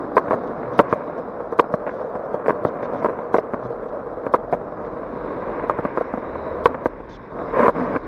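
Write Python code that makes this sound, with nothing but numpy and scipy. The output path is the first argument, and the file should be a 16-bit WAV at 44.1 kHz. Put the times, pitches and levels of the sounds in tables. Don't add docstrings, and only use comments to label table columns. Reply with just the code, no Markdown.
import sys
import numpy as np
from scipy import signal
from scipy.fft import rfft, irfft
from scipy.io import wavfile
from scipy.ndimage import uniform_filter1d

SR = 44100
rng = np.random.default_rng(int(sys.argv[2]) if len(sys.argv) > 2 else 0)


def int16_out(signal):
    q = np.round(np.clip(np.atleast_2d(signal).T, -1, 1) * 32767)
    wavfile.write(sys.argv[1], SR, q.astype(np.int16))


N = 355887

# time in seconds, rolling level, hardness and weight in dB.
GROUND = [(0.0, -35, 5, 10.5), (0.35, -29.5, -4.5, 10), (0.9, -29, 11.5, 6), (1.5, -30.5, -8, -0.5),
          (2.2, -27.5, -6, -6), (3.0, -29.5, 9, 10), (3.4, -28.5, -1, -7.5), (4.4, -31.5, -7, 2),
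          (5.15, -32, 9, 8.5), (5.55, -28, 11.5, 3), (6.0, -33.5, 16.5, 3.5), (6.7, -28, 6, 2),
          (7.03, -43.5, 18, 14), (7.28, -45.5, 19.5, 12), (7.4, -30, 0, 12.5), (7.5, -29, 12.5, 5.5),
          (8.07, -36.5, 16, 11)]
# frequency in Hz, width in Hz, relative gain in dB.
BOARD_MODES = [(136, 170, -15), (250.4, 110, 1), (344, 210, -2), (480.4, 80.5, 11), (584.5, 92, 6.5),
               (880, 340, -26), (941, 140, -2.5), (1042, 100, -9), (1556, 250, -13.5), (2030, 660, -5),
               (2190, 420, -16), (2740, 260, -33.5)]
# start and end in seconds, level in dB, build-up in seconds,
# hardness and weight in dB.
GRINDS = [(7.525, 7.679, -14.5, 0.092, 13, -31), (7.746, 7.968, -29.5, 0.012, 10.5, 6)]
# time in seconds, first wheel in dB, second wheel's lag
# in seconds, second wheel in dB, hardness, weight and truck ring in dB, chatter in seconds.
JOINTS = [(0.168, -5.5, 0.01, -8.5, 10, -12, 5.5, 0.0099), (0.309, -10, .010, -11.5, 6, -2, 7.5, 0.007),
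          (0.331, -12, .009, -14, 2, -10, -0.5, 0.0086), (0.791, -2.5, .010, -8, 1.5, -25, 4, 0.013),
          (1.589, -11.5, .006, -2.5, 6, -29, 3.5, 0.0085),
          (1.866, -21.5, 0.027, -21.5, 12, -21, -3.5, 0.019), (2.482, -8.5, 0.014, -8, 6.5, -5, -1, 0.015),
          (2.65, -9, .019, -23, -17, 26.5, -8, 0.007), (2.829, -19.5, 0.02, -25, 10.5, 5, -2, 0.013),
          (2.925, -21, .022, -21, -22, -2, 0, 0.025), (3.046, -8.5, 0.013, -11, 1.5, -2, 4, 0.0094),
          (3.086, -17.5, 0.0098, -18.5, 4.5, -5, 1, 0.0086), (3.343, -6.5, .009, -10.5, 1, -19, 0, 0.0067),
          (3.364, -13.5, 0.02, -8, 5.5, -16, -7, 0.0069), (4.338, -8.5, .007, -7, -8.5, -28, 13, 0.0057),
          (4.526, -11.5, 0.0071, -17, 4.5, 10, -15, 0.015), (5.697, -7, 0.0098, -15, 2.5, -5, 13, 0.0054),
          (5.974, -10.5, .008, -15.5, -5, -11, 11.5, 0.0073), (6.657, -1.5, 0.013, -19, 4, -42, 10, 0.0081),
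          (7.681, -5, .011, -11.5, -5, -4, 9, 0.007)]
# time in seconds, blow level, hardness and weight in dB.
STONES = [(0.282, -20, 5, 1), (0.436, -22.5, 3, -8), (0.476, -39, 10, -10), (0.629, -31, 19, -6),
          (0.658, -36, 27, -8), (0.927, -7, 4, -3), (1.18, -36, 9, 6), (1.404, -22.5, -12, -6),
          (1.525, -16.5, -15, -15), (1.642, -19.5, 0, -7), (1.739, -10.5, -6, 4), (2.154, -19, -1, 13),
          (2.343, -14, -12, -1), (2.461, -17, 13, 7), (3.025, -19.5, 12, 12), (3.189, -20.5, 5, 4),
          (3.536, -14, 2.5, 13), (3.652, -20.5, -5, 31), (4.265, -15.5, 7, 8), (4.358, -26, 13, -1),
          (4.849, -25, 9, 2), (5.597, -21.5, 15, -20), (5.637, -19, 5, -15), (5.788, -16, -11, 33),
          (5.851, -12.5, 10, 11), (6.01, -13.5, -17, -2), (6.137, -16.5, -20, 16), (6.175, -19.5, -11, 29),
          (6.745, -20.5, 11.5, 5), (6.858, -7, 6.5, 7), (7.389, -27.5, 10, -1), (7.694, -26, 10, -4),
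          (7.952, -15.5, 4, 25), (7.961, -12.5, 13.5, 16)]
# start and end in seconds, first and last pitch in Hz, level in dB.
GROANS = [(0.587, 0.896, 120, 133, -41), (3.598, 3.753, 120, 129, -40.5), (7.584, 7.656, 250, 220, -25),
          (7.74, 7.833, 165, 184, -28.5), (7.773, 7.878, 272, 229, -25.5)]
# start and length in seconds, level in dB.
SCUFFS = [(0.425, .03, -68), (0.465, 0.024, -58), (0.726, 0.051, -59), (0.888, 0.036, -56),
          (1.17, 0.032, -62), (1.868, 0.17, -67), (2.662, 0.036, -58), (2.816, 0.054, -59),
          (2.923, .09, -64.5), (3.363, .03, -53), (3.623, 0.057, -66), (3.877, 0.027, -64),
          (4.84, 0.039, -65), (7.085, 0.091, -56)]
# start and end in seconds, level in dB, centre and width in Hz.
WHIRRS = [(4.9, 5.75, -67, 3730, 794), (6.21, 6.68, -63.5, 3870, 350)]

# time in seconds, level in dB.
TYRE_LEVEL = [(0, -32), (2, -47), (4.5, -41.5), (5.1, -39), (5.5, -33.5), (6.0, -37), (6.6, -36),
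              (7.0, -43.5), (8.07, -36)]
RUMBLE_LEVEL = [(0, -53), (2.2, -54), (4.7, -48), (7.3, -44), (8.07, -47)]
FLICKER_LEVEL = [(0.0, -71.5), (0.9, -71), (1.4, -74.5), (2.3, -86), (2.9, -79), (3.4, -79.5), (4.6, -78),
                 (6.0, -68.5), (6.9, -76), (7.4, -68.5), (7.75, -62), (8.07, -66.5)]

# frequency in Hz, relative density in dB.
SCUFF_SPECTRUM = [(1530, -45), (2600, -15), (3580, -2), (4310, -12), (5960, -12), (7500, -33), (9750, -63),
                  (16500, -120)]
TYRE_SPECTRUM = [(300, 19), (900, 5), (1500, 2), (2300, -23.5), (2800, -35), (3400, -32.5), (3800, -30),
                 (4300, -36.5)]
RUMBLE_SPECTRUM = [(20, -34.5), (30, -16), (40, -8), (50, -10), (80, -19.5), (110, -14), (200, -22.5)]
FLICKER_SPECTRUM = [(2800, -13), (3300, -3), (3800, 5.5), (4300, -8.5), (5200, -2.5), (6000, -16.5),
                    (7000, -20)]
HISS_SPECTRUM = [(2500, -25), (3300, -4.5), (3900, -5), (5700, -12), (7500, -19), (8500, -15.5),
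                 (13000, -18), (16000, -23.5)]


def rolling():
    hop_s, hop_db = 0.083, -7.5
    force = soft_wheel(grit(per_s=4000, spread_db=2.2, lumps_db=1.2))
    hz, _, mode_db = np.transpose(BOARD_MODES)
    modes = gain_of(mode_db)[:, None] * np.array([ring(force, f, width) for f, width, _ in BOARD_MODES])
    modes /= np.sqrt(np.mean(modes.sum(axis=0) ** 2))
    hard, heavy = mode_shares(hz)
    level_db, hard_db, weight_db = follow(GROUND)
    for _, end, *_ in GRINDS:
        level_db = level_db + hop_db * swell((end, end + hop_s), hop_s / 2, hop_s / 2)
    tilt = gain_of(np.outer(hard, hard_db) + np.outer(heavy, weight_db))
    out = gain_of(level_db) * (tilt * modes).sum(axis=0)
    for start, end, db, build_s, grind_hard_db, grind_weight_db in GRINDS:
        mode_gains = gain_of(db + hard * grind_hard_db + heavy * grind_weight_db)
        out += swell((start, end), build_s, fall_s=0.014) * (mode_gains @ modes)
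    return out


def grit(per_s, spread_db, lumps_db):
    sizes = gain_of(spread_db * np.minimum(rng.exponential(1, N), 4))
    signs = rng.choice([-1., 1.], N)
    lumps = unit_rms(smooth(rng.standard_normal(N), samples=300))
    hits = rng.random(N) < per_s / SR
    return unit_rms(sizes * signs * hits * gain_of(lumps_db * lumps))


def soft_wheel(force, cutoff_hz=1450):
    return signal.sosfilt(signal.butter(5, cutoff_hz, fs=SR, output="sos"), force)


def mode_shares(hz):
    return np.clip(np.log2(hz / 600), 0, 1.2), np.clip(np.log2(450 / hz), 0, 1)


def knocks():
    truck_hz, truck_octaves = 950, 0.33
    edge_hard_db, edge_weight_db = 2.0, -2.5
    length, bounces_per_s = 4000, 1500
    t, out = np.arange(length) / SR, np.zeros(N + length)
    responses = np.array([ring(soft_wheel(t == 0), hz, 1.02 * width) for hz, width, _ in BOARD_MODES])
    hz, _, mode_db = np.transpose(BOARD_MODES)
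    hard, heavy = mode_shares(hz)
    truck = np.exp(-(np.log2(hz / truck_hz) / truck_octaves) ** 2)
    for s, blow_db, hard_db, weight_db, truck_db, chatter_s in wheel_strikes():
        bounces = rng.standard_normal(length) * (rng.random(length) < bounces_per_s / SR)
        force = 0.51 * bounces * np.exp(-(t / chatter_s) ** 2)
        force[0] = 1
        tilt_db = hard * (hard_db + edge_hard_db) + heavy * (weight_db + edge_weight_db)
        body = gain_of(mode_db + tilt_db + truck * truck_db) @ responses
        blow = signal.fftconvolve(force, body)[:length]
        peak_rms = np.sqrt(np.max(uniform_filter1d(blow ** 2, size=150)))
        out[round(s * SR):][:length] += gain_of(blow_db) * blow / peak_rms
    return out[:N]


def wheel_strikes(pebbles_per_s=3.0, pebble_db=-29.5, stone_chatter_s=0.0083):
    first = [(s, db, *rest) for s, db, _, _, *rest in JOINTS]
    second = [(s + lag_s, db, *rest) for s, _, lag_s, db, *rest in JOINTS]
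    times_s = np.cumsum(-np.log(1 - rng.random(80)) / pebbles_per_s)
    size_db, hard_db, weight_db = (rng.standard_normal((80, 3)) * [1.5, 5.0, 4.3]).T
    pebbles = np.transpose([times_s, pebble_db + size_db, hard_db, weight_db])[times_s < N / SR]
    return first + second + [(*row, 0, stone_chatter_s) for row in [*STONES, *pebbles]]


def groans(fade_share=0.34):
    return sum(note((start, end), glide_hz, db, fade_share * (end - start))
               for start, end, *glide_hz, db in GROANS)


def scuffs(fade_s=0.012):
    rasp = patchy_noise(SCUFF_SPECTRUM, patch_db=3.0, patch_bins=6)
    return rasp * sum(gain_of(db) * swell((s, s + dur_s), fade_s, fade_s) for s, dur_s, db in SCUFFS)


def traffic():
    wash = gain_of(follow(TYRE_LEVEL)[0]) * patchy_noise(TYRE_SPECTRUM, patch_db=2.0, patch_bins=10)
    engine = note(span_s=(6.24, 6.78), glide_hz=(75, 77), db=-44, fade_s=0.057)
    return wash + rumble() + whirrs() + engine


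def rumble():
    colour = gain_of(spectrum_db(RUMBLE_SPECTRUM, np.fft.rfftfreq(N, 1 / SR)))
    low_noise = irfft(rfft(rng.standard_normal(N)) * colour, N)
    return gain_of(follow(RUMBLE_LEVEL)[0]) * unit_rms(low_noise)


def whirrs(fade_share=0.37):
    white, out = rng.standard_normal(N), np.zeros(N)
    for start, end, db, hz, width_hz in WHIRRS:
        fade_s = fade_share * (end - start)
        band = unit_rms(ring(ring(white, hz, width_hz), hz, width_hz))
        out += gain_of(db) * swell((start, end), fade_s, fade_s) * band
    return out


def flicker():
    patches = patchy_noise(FLICKER_SPECTRUM, patch_db=3.5, patch_bins=12)
    return gain_of(follow(FLICKER_LEVEL)[0]) * patches


def ring(force, hz, width_hz):
    r = np.exp(-np.pi * width_hz / SR)
    mode = signal.lfilter([1, 0, -1], [1, -2 * r * np.cos(2 * np.pi * hz / SR), r * r], force)
    return mode * np.sqrt((1 - r * r) / 2)


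def note(span_s, glide_hz, db, fade_s):
    hz = np.interp(np.arange(N) / SR, span_s, glide_hz)
    tone = np.sqrt(2) * np.sin(2 * np.pi * np.cumsum(hz) / SR)
    return gain_of(db) * swell(span_s, fade_s, fade_s) * tone


def patchy_noise(spectrum, patch_db, patch_bins):
    frames, hz = N // 256 + 5, np.fft.rfftfreq(1024, 1 / SR)
    real, imag, patches = rng.standard_normal((frames, 513, 3)).T
    patches = uniform_filter1d(patches, size=patch_bins, axis=0)
    patches = unit_rms(uniform_filter1d(patches, size=8, axis=1))
    bins = (real + 1j * imag) * gain_of(spectrum_db(spectrum, hz)[:, None] + patch_db * patches)
    return unit_rms(signal.istft(bins, nperseg=1024, noverlap=768)[1][:N])


def spectrum_db(spectrum, hz):
    points_hz, db = np.transpose(spectrum)
    return np.interp(np.log(hz + 1), np.log(points_hz + 1), db, left=-90, right=-90)


def follow(rows):
    times_s, *columns = np.transpose(rows)
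    return [np.interp(np.arange(N) / SR, times_s, column) for column in columns]


def swell(span_s, rise_s, fall_s):
    t = np.arange(N) / SR
    return np.clip(np.minimum((t - span_s[0]) / rise_s, (span_s[1] - t) / fall_s), 0, 1)


def smooth(x, samples):
    return uniform_filter1d(uniform_filter1d(x, samples), samples)


def gain_of(db):
    return 10 ** (np.asarray(db) / 20)


def unit_rms(x):
    return x / np.sqrt(np.mean(x ** 2) + 1e-20)


def scene():
    low_cut_hz = 75
    housing = signal.butter(2, low_cut_hz, "high", fs=SR, output="sos")
    board = signal.sosfilt(housing, rolling() + knocks())
    return (board + groans() + flicker() + scuffs() + traffic())[None]


def record(dry):
    hiss_floor_db, cutoff_hz = -85, 15780
    loudness = np.sqrt(abs(smooth(dry ** 2, samples=900)) + 1e-12)
    hiss_gain = gain_of(-35.5) * loudness ** 1.38 + gain_of(hiss_floor_db)
    mix = dry + hiss_gain * patchy_noise(HISS_SPECTRUM, patch_db=4.5, patch_bins=3)
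    clipped = mix / (1 + abs(mix) ** 6) ** (1 / 6)
    lowpass = signal.firwin(511, cutoff_hz, window=("kaiser", 9), fs=SR)
    return signal.oaconvolve(clipped, lowpass[None], "same")


dry = scene()
out = record(dry)
int16_out(out)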